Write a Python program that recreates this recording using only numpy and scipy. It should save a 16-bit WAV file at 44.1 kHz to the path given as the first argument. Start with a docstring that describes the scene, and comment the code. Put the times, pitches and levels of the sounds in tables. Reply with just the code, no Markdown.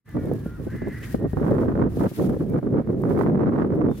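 """Wind buffets a microphone: a blustering body, a spitting flutter of small eddies, a low rumble.
A light breeze gives way to gusts after a second; the air drives eddies across the microphone's ports.
Behind it, on a pebbly, snowy shore, wavelets wash over shingle, with tiny ticks and one splash,
and open water murmurs. Distant sea birds whistle, one trills, and a snow bank echoes them."""
import sys
import numpy as np
from scipy import signal
from scipy.fft import rfft, irfft
from scipy.io import wavfile
from scipy.ndimage import uniform_filter1d

SR = 44100
rng = np.random.default_rng(int(sys.argv[2]) if len(sys.argv) > 2 else 0)


def digitize_waveform(pressure):
    """Quantize a signal to 16-bit integers and store it at the path in sys.argv[1].

    Rows of a 2-D input are taken as channels; values are limited to [-1, 1].
    """
    field = np.atleast_2d(pressure).T
    bounded = np.clip(field, -1, 1)
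    quanta = np.round(bounded * 32767).astype(np.int16)
    wavfile.write(sys.argv[1], SR, quanta)


N = 176400
T = np.arange(N) / SR


def from_db(db):
    """Decibels to gain."""
    return 10 ** (np.asarray(db) / 20)


def unit_rms(x):
    """Scale to rms 1."""
    return x / np.sqrt(np.mean(x ** 2) + 1e-20)


def curves(rows):
    """Interpolate each column after time_s to every sample."""
    time_s, *columns = np.transpose(rows)
    return [np.interp(T, time_s, column) for column in columns]


def pan(left_over_right_db):
    """Left and right gains."""
    return from_db(np.array([[left_over_right_db / 2], [-left_over_right_db / 2]]))


def delayed(x, delay_s):
    """Fractional delay."""
    return np.interp(T - delay_s, T, x, left=0)


def drift(rate_hz):
    """Smooth random wander, rms 1."""
    hop, settle = 40, 2000
    pole = np.exp(-2 * np.pi * rate_hz * hop / SR)
    noise = rng.standard_normal(N // hop + settle + 2)
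    slow = signal.lfilter([1], [1, -2 * pole, pole * pole], noise)[settle:]
    return np.interp(np.arange(N) / hop, np.arange(len(slow)), unit_rms(slow))


def coloured(x, spectrum):
    """Filter by (freq_hz, gain_db) rows, rolling off past both ends; rms 1."""
    hz, db = np.transpose(spectrum)
    bins_hz = np.fft.rfftfreq(2 * N, 1 / SR) + 1
    skirts = 1 / np.sqrt((1 + (hz[0] / 2 / bins_hz) ** 4) * (1 + (bins_hz / 2 / hz[-1]) ** 6))
    gain = from_db(np.interp(np.log(bins_hz), np.log(hz), db))
    return unit_rms(irfft(rfft(x, 2 * N) * skirts * gain)[..., :N])


def stereo_noise(side_db):
    """Mid/side white noise."""
    mid, side = rng.standard_normal((2, N))
    return mid + from_db(side_db) * side * np.array([[1], [-1]])


def clicks(per_s, spread_db):
    """Random impulses, mostly small, a few large; rms 1."""
    sizes = from_db(spread_db * np.minimum(rng.exponential(1, N), 4)) * rng.choice([-1, 1], N)
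    return unit_rms(sizes * (rng.random(N) < per_s / SR))


def levelled(x, span_s):
    """Hold short-term stereo rms near 1."""
    size = int(span_s * SR)
    power = uniform_filter1d(uniform_filter1d(np.mean(x ** 2, axis=0), size), size)
    return x / np.sqrt(np.maximum(power, 0) + 1e-4)


def pulses(starts_s, levels_db, decay_s, attack_s=0.0012):
    """Summed envelopes: linear attack, exponential decay."""
    return sum(from_db(db) * np.clip((T - s) / attack_s, 0, 1) * np.exp(-np.abs(T - s) / decay_s)
               for s, db in zip(starts_s, levels_db))


# Open-water spectrum: freq_hz, gain_db
SEA_SPECTRUM = [(100, 10.5), (500, -2), (1700, 3), (2500, -9), (12000, -37)]

def sea(level_db=-56, slope_db_per_s=-2.5):
    """Far murmur of open water, slowly fading."""
    murmur = coloured(stereo_noise(side_db=-8), SEA_SPECTRUM)
    return murmur * from_db(level_db + slope_db_per_s * T + drift(2.4))


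# Wavelet envelope: time_s, level_db
WAVELETS = [(0.1, -65.5), (0.86, -67.5), (1.13, -53), (1.23, -70), (1.48, -62.5), (1.86, -72.5),
            (1.96, -60.5), (2.04, -59.5), (2.17, -52), (2.38, -66), (2.75, -75.5), (3.23, -62),
            (3.32, -76.5), (3.87, -72.5), (4.0, -57)]
# Shingle spectrum: freq_hz, gain_db
SHINGLE_SPECTRUM = [(1500, 6.5), (3600, 2), (8000, -1.5), (11000, 2.5), (15500, 0)]

def wash(gain_db=5):
    """Wavelets run over shingle: hiss plus grit."""
    level_db, = curves(WAVELETS)
    grit = np.array([clicks(per_s=930, spread_db=12) for _ in range(2)])
    hiss = coloured(stereo_noise(side_db=0.5) + 0.36 * grit, SHINGLE_SPECTRUM)
    return hiss * from_db(level_db + gain_db + 2.2 * drift(21)) * pan(3)


# Splash spectrum: freq_hz, gain_db
SPLASH_SPECTRUM = [(1100, -18), (2100, -2), (4000, -22.5)]

def splash(centre_s=1.04, width_s=0.028, level_db=-42.5):
    """One brief splash at the water's edge."""
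    envelope = from_db(level_db) * np.exp(-(2 * (T - centre_s) / width_s) ** 2)
    return coloured(stereo_noise(side_db=-4), SPLASH_SPECTRUM) * envelope


# Sharp ticks: start_s, level_db
TICK_EVENTS = [(0.092, -47), (0.2563, -40.5), (.3358, -38), (.8845, -43), (1.0292, -43), (2.4985, -41),
               (3.0192, -43)]

def ticks(gain_db=-4, decay_s=0.0013, bright_hz=12100):
    """Tiny bright noise bursts, left of centre."""
    hiss = coloured(stereo_noise(side_db=-1.5), [(bright_hz / 3, -12), (bright_hz, 0)])
    envelope = sum(from_db(db + gain_db) * (T >= s) * np.exp(-np.abs(T - s) / decay_s)
                   for s, db in TICK_EVENTS)
    return hiss * envelope * pan(5)


def whistle(start_s, length_s, first_hz, last_hz, level_db, waver, edge_s=0.015):
    """Near-pure bird note, bending ever faster to its last pitch."""
    on = (T >= start_s) & (T < start_s + length_s)
    t = T[on] - start_s
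    pitch_hz = (first_hz + (last_hz - first_hz) * (t / length_s) ** 1.2) * (1 + waver[on])
    envelope = from_db(level_db) * np.clip(np.minimum(t, length_s - t) / edge_s, 0, 1)
    note = np.zeros(N)
    note[on] = np.sqrt(2) * envelope * np.sin(2 * np.pi * np.cumsum(pitch_hz) / SR)
    return note


def flock(calls_per_s=18, lowest_hz=1050, fall=0.11, level_db=-67.5, slope_db_per_s=-5.5):
    """Far flock: hoarse falling whistles at random times, ever fainter."""
    hoarseness = 0.018 * drift(120)
    calls = np.zeros(N)
    for when, stretch, octaves in rng.random((int(calls_per_s * N / SR), 3)):
        start_s, length_s = when * N / SR, 0.1 * (1 + stretch)
        pitch_hz = lowest_hz * 2 ** octaves
        call_db = level_db + slope_db_per_s * start_s
        calls += whistle(start_s, length_s, pitch_hz, pitch_hz * (1 - fall), call_db, hoarseness)
    return calls


# Trill contour: time_s, top_pitch_hz, level_db
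TRILL_CONTOUR = [(.68, 1862, -49), (.75, 2052, -52.5), (.97, 2113, -48), (1.12, 2000, -52.5)]
# Rasp around the trill: freq_hz, gain_db
RASP_SPECTRUM = [(1100, -17), (1600, 0.5), (2000, 0.5), (3400, -24)]

def trill(chirps_per_s=32, chirp_s=0.061, sweep_depth=0.59, bend_s=0.017, rasp_db=-6.5):
    """Overlapping raspy chirps, each sweeping up and levelling off at the top pitch."""
    top_hz, level_db = curves(TRILL_CONTOUR)
    rasp = from_db(rasp_db) * coloured(rng.standard_normal(N), RASP_SPECTRUM)
    roughness = 1 + 0.014 * drift(240)
    chirps = np.zeros(N)
    for beat_s in np.arange(TRILL_CONTOUR[0][0], TRILL_CONTOUR[-1][0] - chirp_s / 2, 1 / chirps_per_s):
        start_s = beat_s + rng.normal(0, 0.00196)
        on = (T >= start_s) & (T < start_s + chirp_s)
        t = T[on] - start_s
        pitch_hz = top_hz[on] * roughness[on] * (1 - sweep_depth * np.exp(-t / bend_s))
        tone = np.sin(2 * np.pi * np.cumsum(pitch_hz) / SR)
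        chirps[on] += np.sin(np.pi * t / chirp_s) * (tone + rasp[on])
    return chirps * from_db(level_db)


# Bird whistles: start_s, length_s, first_hz, last_hz, level_db
BIRD_NOTES = [(0.051, 0.1, 1753, 1740, -59.5), (0.063, 0.23, 2060, 1784, -63),
              (.17, 0.088, 1425, 1436, -61), (0.171, 0.14, 2300, 2130, -66), (0.155, 0.32, 1790, 1588, -65),
              (0.445, 0.13, 1404, 1410, -54.5), (.545, 0.055, 1370, 1190, -59.5),
              (.665, .09, 1490, 1630, -56), (.725, 0.23, 1725, 1686, -56), (0.729, 0.209, 2020, 2067, -55),
              (.92, 0.074, 1900, 1970, -51.5), (1.1, 0.31, 1845, 1860, -61),
              (2.485, 0.094, 2320, 2280, -70.5), (3.886, .13, 3630, 3390, -69.5)]
# Snow-bank echoes, left then right: delay_s, gain_db
BANK_ECHOES = [(.023, -13.5), (.041, -13)]

def birds(waver_depth=0.011):
    """Trill, whistles and flock, centred, reflected once per side by the snow bank."""
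    calls = trill() + sum(whistle(*note, waver_depth * drift(125)) for note in BIRD_NOTES) + flock()
    return np.array([calls + from_db(db) * delayed(calls, delay_s) for delay_s, db in BANK_ECHOES])


# Rumble envelope: time_s, level_db
RUMBLE_LEVELS = [(0.05, -47), (0.17, -33), (1.12, -35), (1.25, -29.5), (2.03, -29), (2.14, -54),
                 (2.27, -34), (2.85, -39), (4.0, -36.5)]
# Rumble spectrum: freq_hz, gain_db
RUMBLE_SPECTRUM = [(20, -23), (35, -20), (55, -3.5), (85, -5), (115, -1.5), (170, -8.5), (300, -41)]

def rumble(gain_db=-2.5):
    """Low rumble of wind on the microphone."""
    level_db, = curves(RUMBLE_LEVELS)
    low = coloured(stereo_noise(side_db=-19.5), RUMBLE_SPECTRUM)
    return levelled(low, span_s=0.062) * from_db(level_db + gain_db)


# Small-eddy spectrum: freq_hz, gain_db
FLUTTER_SPECTRUM = [(250, -16), (450, 7), (650, 8), (1200, 3.5), (2000, -10.5), (2600, -24.5),
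                    (6000, -44.5), (12000, -68.5)]

def flutter(envelope, common_share=0.16, noise_share=0.26):
    """Small eddies spit: dense clicks, each with a different strength at each port."""
    eddies = clicks(per_s=1200, spread_db=4.5) * (common_share + rng.standard_normal((2, N)))
    eddies += noise_share * stereo_noise(side_db=-0.5)
    return levelled(coloured(eddies, FLUTTER_SPECTRUM), span_s=0.017) * envelope * pan(-5.5)


# Large-eddy spectrum: freq_hz, gain_db
BLUSTER_SPECTRUM = [(60, -27), (100, -7.5), (140, -2), (220, -1), (320, -1.5), (430, -4), (560, -11.5),
                    (750, -22.5), (1200, -47.5), (2500, -77)]

def bluster(envelope, slack_db=-32.5, slack_cutoff_hz=304):
    """Large eddies make the wind's body; slack air sounds duller."""
    full = levelled(coloured(stereo_noise(side_db=-7.5), BLUSTER_SPECTRUM), span_s=0.018)
    dull = unit_rms(signal.sosfiltfilt(signal.butter(2, slack_cutoff_hz, fs=SR, output="sos"), full))
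    briskness = envelope / (envelope + from_db(slack_db))
    return (briskness * full + (1 - briskness) * dull) * envelope * pan(-1.6)


# Opening breeze: time_s, bluster_db
BREEZE_LEVELS = [(.135, -47), (.155, -24), (.22, -32.5), (.25, -27), (.34, -26), (.4, -38), (.46, -35.5),
                 (.56, -46), (.6, -31.5), (.67, -38), (.702, -45), (.75, -27), (.784, -40.5), (.88, -29.5),
                 (.94, -40.5), (1.12, -40)]
# Long gusts: time_s, bluster_db, flutter_db
GUST_LEVELS = [(1.17, -36, -69), (1.255, -20, -41.5), (1.3, -47, -85), (1.384, -28, -42.5),
               (1.52, -20, -33.5), (1.66, -23.5, -45), (1.735, -26, -46), (1.79, -20.5, -37.5),
               (1.875, -20, -37), (1.895, -36, -61), (1.99, -31, -53), (2.005, -21, -33),
               (2.066, -20, -37.5), (2.098, -42, -65), (2.165, -42.5, -72), (2.195, -19.5, -37),
               (2.3, -23, -54), (2.346, -25.5, -45.5), (2.38, -40, -82), (2.41, -20.5, -43.5),
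               (2.465, -29.5, -68), (2.585, -22, -39), (2.608, -45, -71), (2.63, -23.5, -41.5),
               (2.7, -28, -62), (2.735, -19, -43.5), (2.81, -22.5, -43), (2.83, -39.5, -67),
               (2.9, -20.5, -41.5), (2.96, -26.5, -61), (3.06, -21.5, -42), (3.275, -20.5, -36),
               (3.34, -19.5, -45), (3.41, -20.5, -35.5), (3.48, -21, -40.5), (3.59, -23.5, -37.5),
               (3.67, -23, -43.5), (3.81, -21.5, -45.5), (3.916, -20, -44.5), (3.938, -37, -52),
               (4.0, -34.5, -73)]
# Single buffets of air: start_s, slap_db, thump_db
AIR_BUFFETS = [(0.147, -45, -26), (.168, -27, -20.5), (.314, -49, -19.5), (0.46, -49, -27),
               (0.667, -50, -22.5), (0.818, -45, -23), (0.872, -38, -25), (1.144, -26.5, -18.5),
               (1.332, -39.5, -23), (1.37, -31.5, -18.5), (1.412, -42, -19.5), (1.512, -38, -15.5),
               (1.683, -29, -21), (1.97, -50, -21), (2.114, -48, -30), (2.258, -46, -27), (2.293, -27, -20),
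               (2.365, -58, -22.5), (2.541, -33.5, -19), (2.586, -34, -25), (2.668, -36, -21.5),
               (2.769, -24.5, -28), (3.034, -28, -40), (3.21, -21.5, -35), (3.624, -24.5, -37),
               (3.815, -23, -29.5)]

def wind(bluster_gain_db=-0.5, flutter_gain_db=3, thump_gain_db=4, port_lag_s=0.00015):
    """Breeze, gusts and buffets drive eddies across the left port, then the right."""
    breeze_db, = curves(BREEZE_LEVELS)
    gust_db, gust_flutter_db = curves(GUST_LEVELS)
    gusting = T >= GUST_LEVELS[0][0]
    swing = np.clip(drift(90), -2, 1.7)
    bluster_db = np.where(gusting, gust_db, breeze_db) + bluster_gain_db + 1.7 * swing
    flutter_db = np.where(gusting, gust_flutter_db, breeze_db - 26) + flutter_gain_db
    flutter_db += 4.5 * (swing - 0.5)
    starts_s, slap_db, thump_db = np.transpose(AIR_BUFFETS)
    thumps = pulses(starts_s, thump_db + thump_gain_db, decay_s=0.0087)
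    slaps = pulses(starts_s, slap_db, decay_s=0.0046)
    push = np.hypot(from_db(bluster_db), thumps)   # powers add
    spit = np.hypot(from_db(flutter_db), slaps)
    left, right = rumble() + bluster(push) + flutter(spit)
    return np.array([left, delayed(right, port_lag_s)])


def scene():
    """Wind in front, shore and birds behind."""
    return wind() + wash() + sea() + splash() + ticks() + birds()


# Fade-in, last gain held: time_s, gain_db
FADE_CURVE = [(.04, -41), (.06, -9.5), (.09, 1.5)]

def record(dry, knee=0.74, cutoff_hz=15800):
    """Soft clip, quick fade-in, steep low-pass."""
    fade_db, = curves(FADE_CURVE)
    rounded = dry / (1 + (dry / knee) ** 6) ** (1 / 6)
    lowpass = signal.ellip(12, 0.1, 80, cutoff_hz, fs=SR, output="sos")
    return signal.sosfilt(lowpass, rounded * from_db(fade_db))


dry = scene()
out = record(dry)
digitize_waveform(out)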